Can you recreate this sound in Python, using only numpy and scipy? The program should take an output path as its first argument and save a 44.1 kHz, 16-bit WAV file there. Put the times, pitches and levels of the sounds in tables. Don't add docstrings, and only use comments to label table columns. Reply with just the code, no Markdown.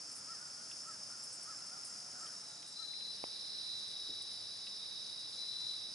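import sys
import numpy as np
from scipy import signal
from scipy.fft import rfft, irfft, next_fast_len
from scipy.io import wavfile

SR = 44100
rng = np.random.default_rng(int(sys.argv[2]) if len(sys.argv) > 2 else 0)


def unload_wav(signal):
    wavfile.write(
        sys.argv[1],
        SR,
        np.round(np.clip(np.atleast_2d(signal).T, -1, 1) * 32767).astype(np.int16),
    )


N = 261954
T = np.arange(N) / SR


def from_db(db):
    return 10 ** (np.asarray(db) / 20)


def rms_one(x):
    return x / np.sqrt(np.mean(x ** 2) + 1e-20)


def in_time(rows):
    return np.interp(T, *np.transpose(rows))


def at_hz(points, hz):
    frequencies, values = np.transpose(points)
    return np.interp(np.log(hz + 1), np.log(frequencies), values)


def add(out, start, sound):
    i = max(round(start * SR), 0)
    out[:, i:i + sound.shape[-1]] += sound[..., :N - i]


def drift(per_s):
    return rms_one(np.interp(T * per_s, np.arange(1000), rng.standard_normal(1000)))


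def band_noise(size, hz, spread):
    edges = [hz / (1 + spread), min(hz * (1 + spread), SR / 2 - 1)]
    band = signal.butter(2, edges, "band", fs=SR, output="sos")
    return rms_one(signal.sosfilt(band, rng.standard_normal(size)))


def place(x, pan_db, lead_s):
    size = x.shape[-1]
    padded = next_fast_len(size + 64)
    side = np.array([[.5], [-.5]])
    hz = np.arange(padded // 2 + 1) * SR / padded
    time_shift = np.exp(2j * np.pi * hz * side * lead_s)
    return irfft(rfft(x, padded) * from_db(side * pan_db) * time_shift, padded)[:, :size]


def foliage(x, echo_db, t60):
    t = np.arange(SR // 4) / SR
    reflections = rng.standard_normal((2, len(t))) * from_db(-60 * t / t60)
    tail = signal.fftconvolve(x[None], reflections, axes=1)
    tail /= np.linalg.norm(tail, axis=1, keepdims=True)
    strength = np.linalg.norm(x)
    heard = np.pad(x, (0, len(t) - 1)) / strength + from_db(echo_db) * tail
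    return (heard * strength / np.linalg.norm(heard, axis=1, keepdims=True))[:, :N]


def far_wash(spectrum, likeness):
    size = next_fast_len(N)
    hz = np.arange(size // 2 + 1) * SR / size
    mid, side = rfft(rng.standard_normal((2, size)))
    alike = np.clip(at_hz(likeness, hz), -1, 1)
    both = np.sqrt(1 + alike) * mid + np.sqrt(1 - alike) * side * [[1], [-1]]
    return rms_one(irfft(both * from_db(at_hz(spectrum, hz)), size)[:, :N])


def wing_strokes(length, hz, per_s, duty, glide, scatter, uneven_db):
    strokes = np.arange(round(length * SR)) / SR * per_s
    chance = rng.standard_normal((int(strokes[-1]) + 1, 3))
    detune, force, phase = chance[strokes.astype(int)].T
    along = np.minimum(strokes % 1 / duty, 1)
    pitch = hz * (1 + glide * (1 - along) ** 2 + scatter * detune)
    pressure = np.sin(np.pi * along) * from_db(uneven_db * force)
    return rms_one(pressure * np.sin(2 * np.pi * (np.cumsum(pitch) / SR + phase)))


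def trillers(singers):
    out = 0
    for hz, per_s, db, pan_db in singers:
        song = wing_strokes(N / SR, hz, per_s, duty=.52, glide=.02, scatter=.01, uneven_db=1.5)
        song = foliage(song, echo_db=-2, t60=.1)
        out = out + from_db(db) * place(song, pan_db, lead_s=1.3e-5)
    return out


# (pitch [Hz], wing strokes [1/s], level [dB], left over right [dB])
REED_TRILLS = [(5370, 66.0, -54, -0.5), (5010, 62.5, -60, 6), (5224, 71.0, -60, 3), (6210, 47.0, -66, -4),
               (6590, 63.0, -65, -3), (8200, 32.0, -68, -9)]
# (frequency [Hz], relative level [dB])
REED_INSECTS = [(3000, -37), (4000, -29), (4300, -11.5), (4600, -9), (4850, 0.5), (5450, -1.5),
                (5800, -6.5), (6250, -7), (6650, -9.5), (7150, -12.5), (8800, -14), (9900, -10),
                (11000, -17), (12000, -68)]
REED_AIR = [(15, -67), (25, -39), (54, -38), (80, -15), (123, -8), (200, -9), (264, -8.5), (412, -12.5),
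            (592, -9), (964, -10.5), (1140, -11), (1300, -6.5), (1540, -11.5), (2070, -14.5), (4000, -17.5),
            (5200, -36), (8800, -120)]
# (frequency [Hz], likeness [0-1])
REED_LIKENESS = [(120, 0.98), (300, 0.84), (520, 0.26), (950, 0.085), (1350, 0.53), (2100, .05),
                 (3200, 0.29), (4500, 0.87), (7000, 1), (10000, 1)]
# (first chirp [s], repeat time [s], chirp length [s], pitch [Hz], level [dB])
REED_CHIRPERS = [(.183, .58, .067, 7080, -62)]


def reed_bed(air_db=-60, insects_db=-51, flutter_db=.86):
    far = from_db(insects_db + flutter_db * drift(60)) * far_wash(REED_INSECTS, REED_LIKENESS)
    air = from_db(air_db) * far_wash(REED_AIR, REED_LIKENESS)
    return air + place(far, 0, lead_s=1.1e-5) + trillers(REED_TRILLS) + chirpers(REED_CHIRPERS)


def small_cricket(chirps, length, hz):
    out = np.zeros((2, N))
    for start, db in chirps:
        song = wing_strokes(length, hz, per_s=63, duty=.7, glide=-.02, scatter=.002, uneven_db=1)
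        song *= from_db(np.linspace(-4, 1.5, len(song)))
        add(out, start, from_db(db) * foliage(song, echo_db=-8, t60=.12))
    return place(out, -1.2, lead_s=8e-6)


# (start [s], level [dB])
NEAR_CHIRPS = [(.075, -61), (.44, -60), (.864, -57.5), (1.188, -58), (1.525, -60), (1.864, -57.5),
               (2.178, -56.5), (2.676, -64)]


def near_cricket():
    return small_cricket(NEAR_CHIRPS, length=.067, hz=7580)


# (start [s], length [s], centre frequency [Hz], level [dB])
RASPS = [(.115, 0.022, 9400, -53), (0.148, 0.057, 9200, -51.5), (.24, .03, 8800, -59),
         (1.231, 0.031, 9700, -49.5), (1.323, 0.044, 8300, -48.5), (1.427, .02, 9120, -50),
         (1.66, .02, 8600, -59), (1.843, 0.043, 9350, -49), (2.668, .04, 9400, -55.5)]


def bush_crickets():
    out = np.zeros((2, N))
    for start, length, hz, db in RASPS:
        along = np.linspace(0, 1, round(length * SR))
        stroke = band_noise(len(along), hz, spread=.12) * np.interp(along, [0, .12, 1], [0, 1, .4])
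        add(out, start, from_db(db) * foliage(stroke, echo_db=-5, t60=.042))
    return place(out, -1, lead_s=1e-5)


def chirpers(insects, uneven_db=.8):
    out = 0
    for first, period, length, hz, db in insects:
        starts = np.arange(first, T[-1], period)
        chirps = [(start, db + uneven_db * rng.standard_normal()) for start in starts]
        out = out + small_cricket(chirps, length, hz)
    return out


def whistle(pitch, waver):
    unsteady = pitch * (1 + waver * drift(148.4)[:len(pitch)])
    return np.sqrt(2) * np.sin(2 * np.pi * np.cumsum(unsteady) / SR)


def pips(calls, width_s, waver, echo_db, pitch_ratio=1, late_s=0):
    fall_per_s, top_s = 3.4, .008
    out = np.zeros((2, N))
    t = late_s + np.arange(-2 * width_s, 2 * width_s, 1 / SR)
    arch = pitch_ratio * (1 - fall_per_s * (np.hypot(t, top_s) - top_s))
    swell = np.exp(-((t - late_s) / width_s) ** 2)
    for middle, hz, db in calls:
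        pip = swell * whistle(hz * arch, waver)
        add(out, middle + t[0], from_db(db) * foliage(pip, echo_db, t60=.5))
    return place(out, 0, lead_s=5e-5)


# (middle [s], top pitch [Hz], level [dB])
BIRD_PIPS = [(.312, 1361, -53), (.892, 1340, -54), (1.502, 1337, -54.5), (2.238, 1333, -54),
             (2.815, 1340, -60)]
FLOCK_ANSWERS = [(0.431, 1476, -57.5), (1.135, 1435, -58.5), (1.73, 1413, -58.5), (2.16, 1497, -60)]


def birds(upper_db=-12):
    near = pips(BIRD_PIPS, width_s=.031, waver=.0084, echo_db=-11)
    upper = pips(BIRD_PIPS, width_s=.075, waver=.035, echo_db=-2, pitch_ratio=1.39, late_s=.035)
    answers = pips(FLOCK_ANSWERS, width_s=.036, waver=.014, echo_db=.5)
    return near + from_db(upper_db) * upper + answers


def far_flock(per_s=4.5, hz=1433, spread_hz=39.6, db=-65.5):
    chance = rng.random((round(per_s * T[-1]), 2))
    calls = [(when * T[-1], hz + spread_hz * (2 * tone - 1), db) for when, tone in chance]
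    return pips(calls, width_s=.034, waver=.015, echo_db=-1.5)


# (time [s], peak before the echo [dB], centre frequency [Hz], spread [ratio])
STEM_TICKS = [(0.713, -42.5, 3050, 0.15), (2.2651, -48, 3020, .15), (2.627, -45, 2880, .5),
              (2.934, -49, 2360, 0.16), (3.0051, -48.5, 2900, 0.25), (3.8791, -46, 9100, .08),
              (3.9144, -48, 8200, .2), (4.221, -38.5, 8800, 0.18), (4.669, -41, 3080, 0.42)]


def stems(rise_s=.00074, t60=.022):
    out = np.zeros((2, N))
    t = np.arange(SR // 20) / SR
    loudness = (1 - np.exp(-t / rise_s)) * from_db(-60 * t / t60)
    for start, db, hz, spread in STEM_TICKS:
        tick = band_noise(len(t), hz, spread) * loudness
        tick /= np.abs(tick).max()
        add(out, start, from_db(db) * foliage(tick, echo_db=-4, t60=.077))
    return out


# (start [s], length [s], first pitch [Hz], last pitch [Hz], level [dB])
CRIES = [(.78, 0.33, 588, 635, -74), (1.34, 0.15, 720, 642, -72), (1.70, 0.16, 740, 846, -71),
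         (1.93, 0.38, 736, 750, -72), (2.33, .3, 693, 678, -73.5), (2.4, 0.65, 875, 806, -75)]


def far_cries(rise_s=.03, fall_s=.056, fade_db_per_s=3):
    out = np.zeros((2, N))
    for start, length, first_hz, last_hz, db in CRIES:
        t = np.arange(0, length, 1 / SR)
        soft_ends = np.clip(np.minimum(t / rise_s, (length - t) / fall_s), 0, 1)
        loudness = soft_ends * from_db(db - fade_db_per_s * t)
        cry = loudness * whistle(np.linspace(first_hz, last_hz, len(t)), waver=.024)
        add(out, start, foliage(cry, echo_db=-2.5, t60=.3))
    return out


# (pitch [Hz], wing strokes [1/s], level [dB], left over right [dB])
MEADOW_TRILLS = [(5420, 60.7, -59, -2), (4945, 61, -60, -1), (5160, 64, -56.5, 4), (5330, 62.0, -63, -3),
                 (4760, 59.5, -57, -9), (6070, 23.5, -70, 4.5)]
# (frequency [Hz], relative level [dB])
MEADOW_INSECTS = [(3300, -32.5), (4250, -12), (4480, -6), (4680, -6.5), (5000, 0), (5480, -4),
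                  (5700, -11.5), (6200, -14), (6500, -20.5), (8600, -22), (9200, -15.5), (10200, -13),
                  (11000, -24), (12000, -64)]
MEADOW_AIR = [(15, -80), (25, -74), (59, -26.5), (109, -2), (164, -7.5), (197, -6), (222, -6), (411, -6),
              (514, -5), (1340, -7), (2860, -10.5), (3300, -11), (4290, -73), (7260, -120)]
# (frequency [Hz], likeness [0-1])
MEADOW_LIKENESS = [(120, 0.97), (300, 0.73), (520, 0.17), (950, 0.00055), (2400, 0.079), (3400, 0.55),
                   (4500, 1), (7000, 0.82), (10000, 1)]
# (first chirp [s], repeat time [s], chirp length [s], pitch [Hz], level [dB])
MEADOW_CHIRPERS = [(2.97, .775, .105, 6670, -68.5), (3.41, .312, .075, 7310, -69.5)]


def meadow(air_db=-62, insects_db=-51, flutter_db=.7, hum_hz=197.4, hum_db=-77.5):
    far = from_db(insects_db + flutter_db * drift(60)) * far_wash(MEADOW_INSECTS, MEADOW_LIKENESS)
    hum = from_db(hum_db + 2 * drift(4.52)) * np.sin(2 * np.pi * hum_hz * T)
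    air = from_db(air_db) * far_wash(MEADOW_AIR, MEADOW_LIKENESS)
    singers = trillers(MEADOW_TRILLS) + chirpers(MEADOW_CHIRPERS)
    return air + hum + place(far, -.5, lead_s=1.1e-5) + singers


# (time [s], level [dB])
TREE_CHORUS = [(0, -94), (2.1, -83), (2.45, -63), (3.0, -52.5), (3.7, -48.5), (4.5, -51.5), (5.3, -51),
               (5.7, -46.5), (5.94, -53)]
# (frequency [Hz], relative level [dB])
TREE_TONE = [(3000, -29), (3400, -16), (3700, -3), (3900, 4.5), (4080, 0), (4250, -20), (4600, -31.5)]
# (start [s], length [s], pitch [Hz], wing strokes [1/s], level [dB], left over right [dB])
TREE_CALLS = [(2.73, 0.432, 4080, 35, -49, 6.5), (3.30, 0.47, 4157, 37, -53, -5),
              (3.53, 0.37, 3982, 37, -49, -4.5), (3.90, 0.39, 3865, 36.2, -51, 2),
              (4.76, 0.48, 3840, 34, -54.5, -7), (5.351, 0.43, 4040, 39, -46, 6.5),
              (5.53, 0.39, 3910, 46, -55, -9)]


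def tree_crickets(swell_db=2):
    out = from_db(in_time(TREE_CHORUS)) * far_wash(TREE_TONE, MEADOW_LIKENESS)
    for start, length, hz, per_s, db, pan_db in TREE_CALLS:
        song = wing_strokes(length, hz, per_s, duty=.82, glide=-.025, scatter=.002, uneven_db=1.2)
        soft_ends = signal.windows.tukey(len(song), .2)
        swell = from_db(swell_db * np.linspace(-.5, .5, len(song)))
        song = foliage(song * soft_ends * swell, echo_db=-2, t60=.25)
        add(out, start, from_db(db) * place(song, pan_db, lead_s=0))
    return place(out, 0, lead_s=3e-5)


def click(at_s=3.24, db=-28.5, gap_s=.0006, dip_s=.0002, crest_s=.00015, low_cut_hz=60):
    t = T - at_s
    dip = np.exp(-(t / dip_s) ** 2)
    crest = dip_s / crest_s * np.exp(-((t - gap_s) / crest_s) ** 2)
    bass_cut = signal.butter(2, low_cut_hz, "high", fs=SR, output="sos")
    pulse = signal.sosfilt(bass_cut, crest - dip + 1e-18)
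    return from_db(db) * place(pulse, 0, lead_s=-.00031)


def bump(at_s=4.09, db=-55.5, hz=320, t60=.16):
    out = np.zeros((2, N))
    t = np.arange(SR // 5) / SR
    knock = band_noise(len(t), hz, spread=.51) * from_db(-60 * t / t60)
    add(out, at_s, from_db(db) * foliage(knock, echo_db=-13, t60=.3))
    return out


# (time [s], share of the meadow [0-1])
MEADOW_SHARE = [(0, 0.07), (2.3, 0), (2.65, 0.3), (3.15, 1), (5.94, 0.98)]


def scene():
    share = in_time(MEADOW_SHARE)
    reeds = reed_bed() + far_flock()
    background = (1 - share) * reeds + share * meadow()
    callers = near_cricket() + tree_crickets() + bush_crickets() + birds() + far_cries()
    return background + callers + stems() + bump() + click()


def record(dry, cutoff_hz=11100):
    return signal.sosfilt(signal.ellip(12, .2, 70, cutoff_hz, fs=SR, output="sos"), dry)


dry = scene()
out = record(dry)
unload_wav(out)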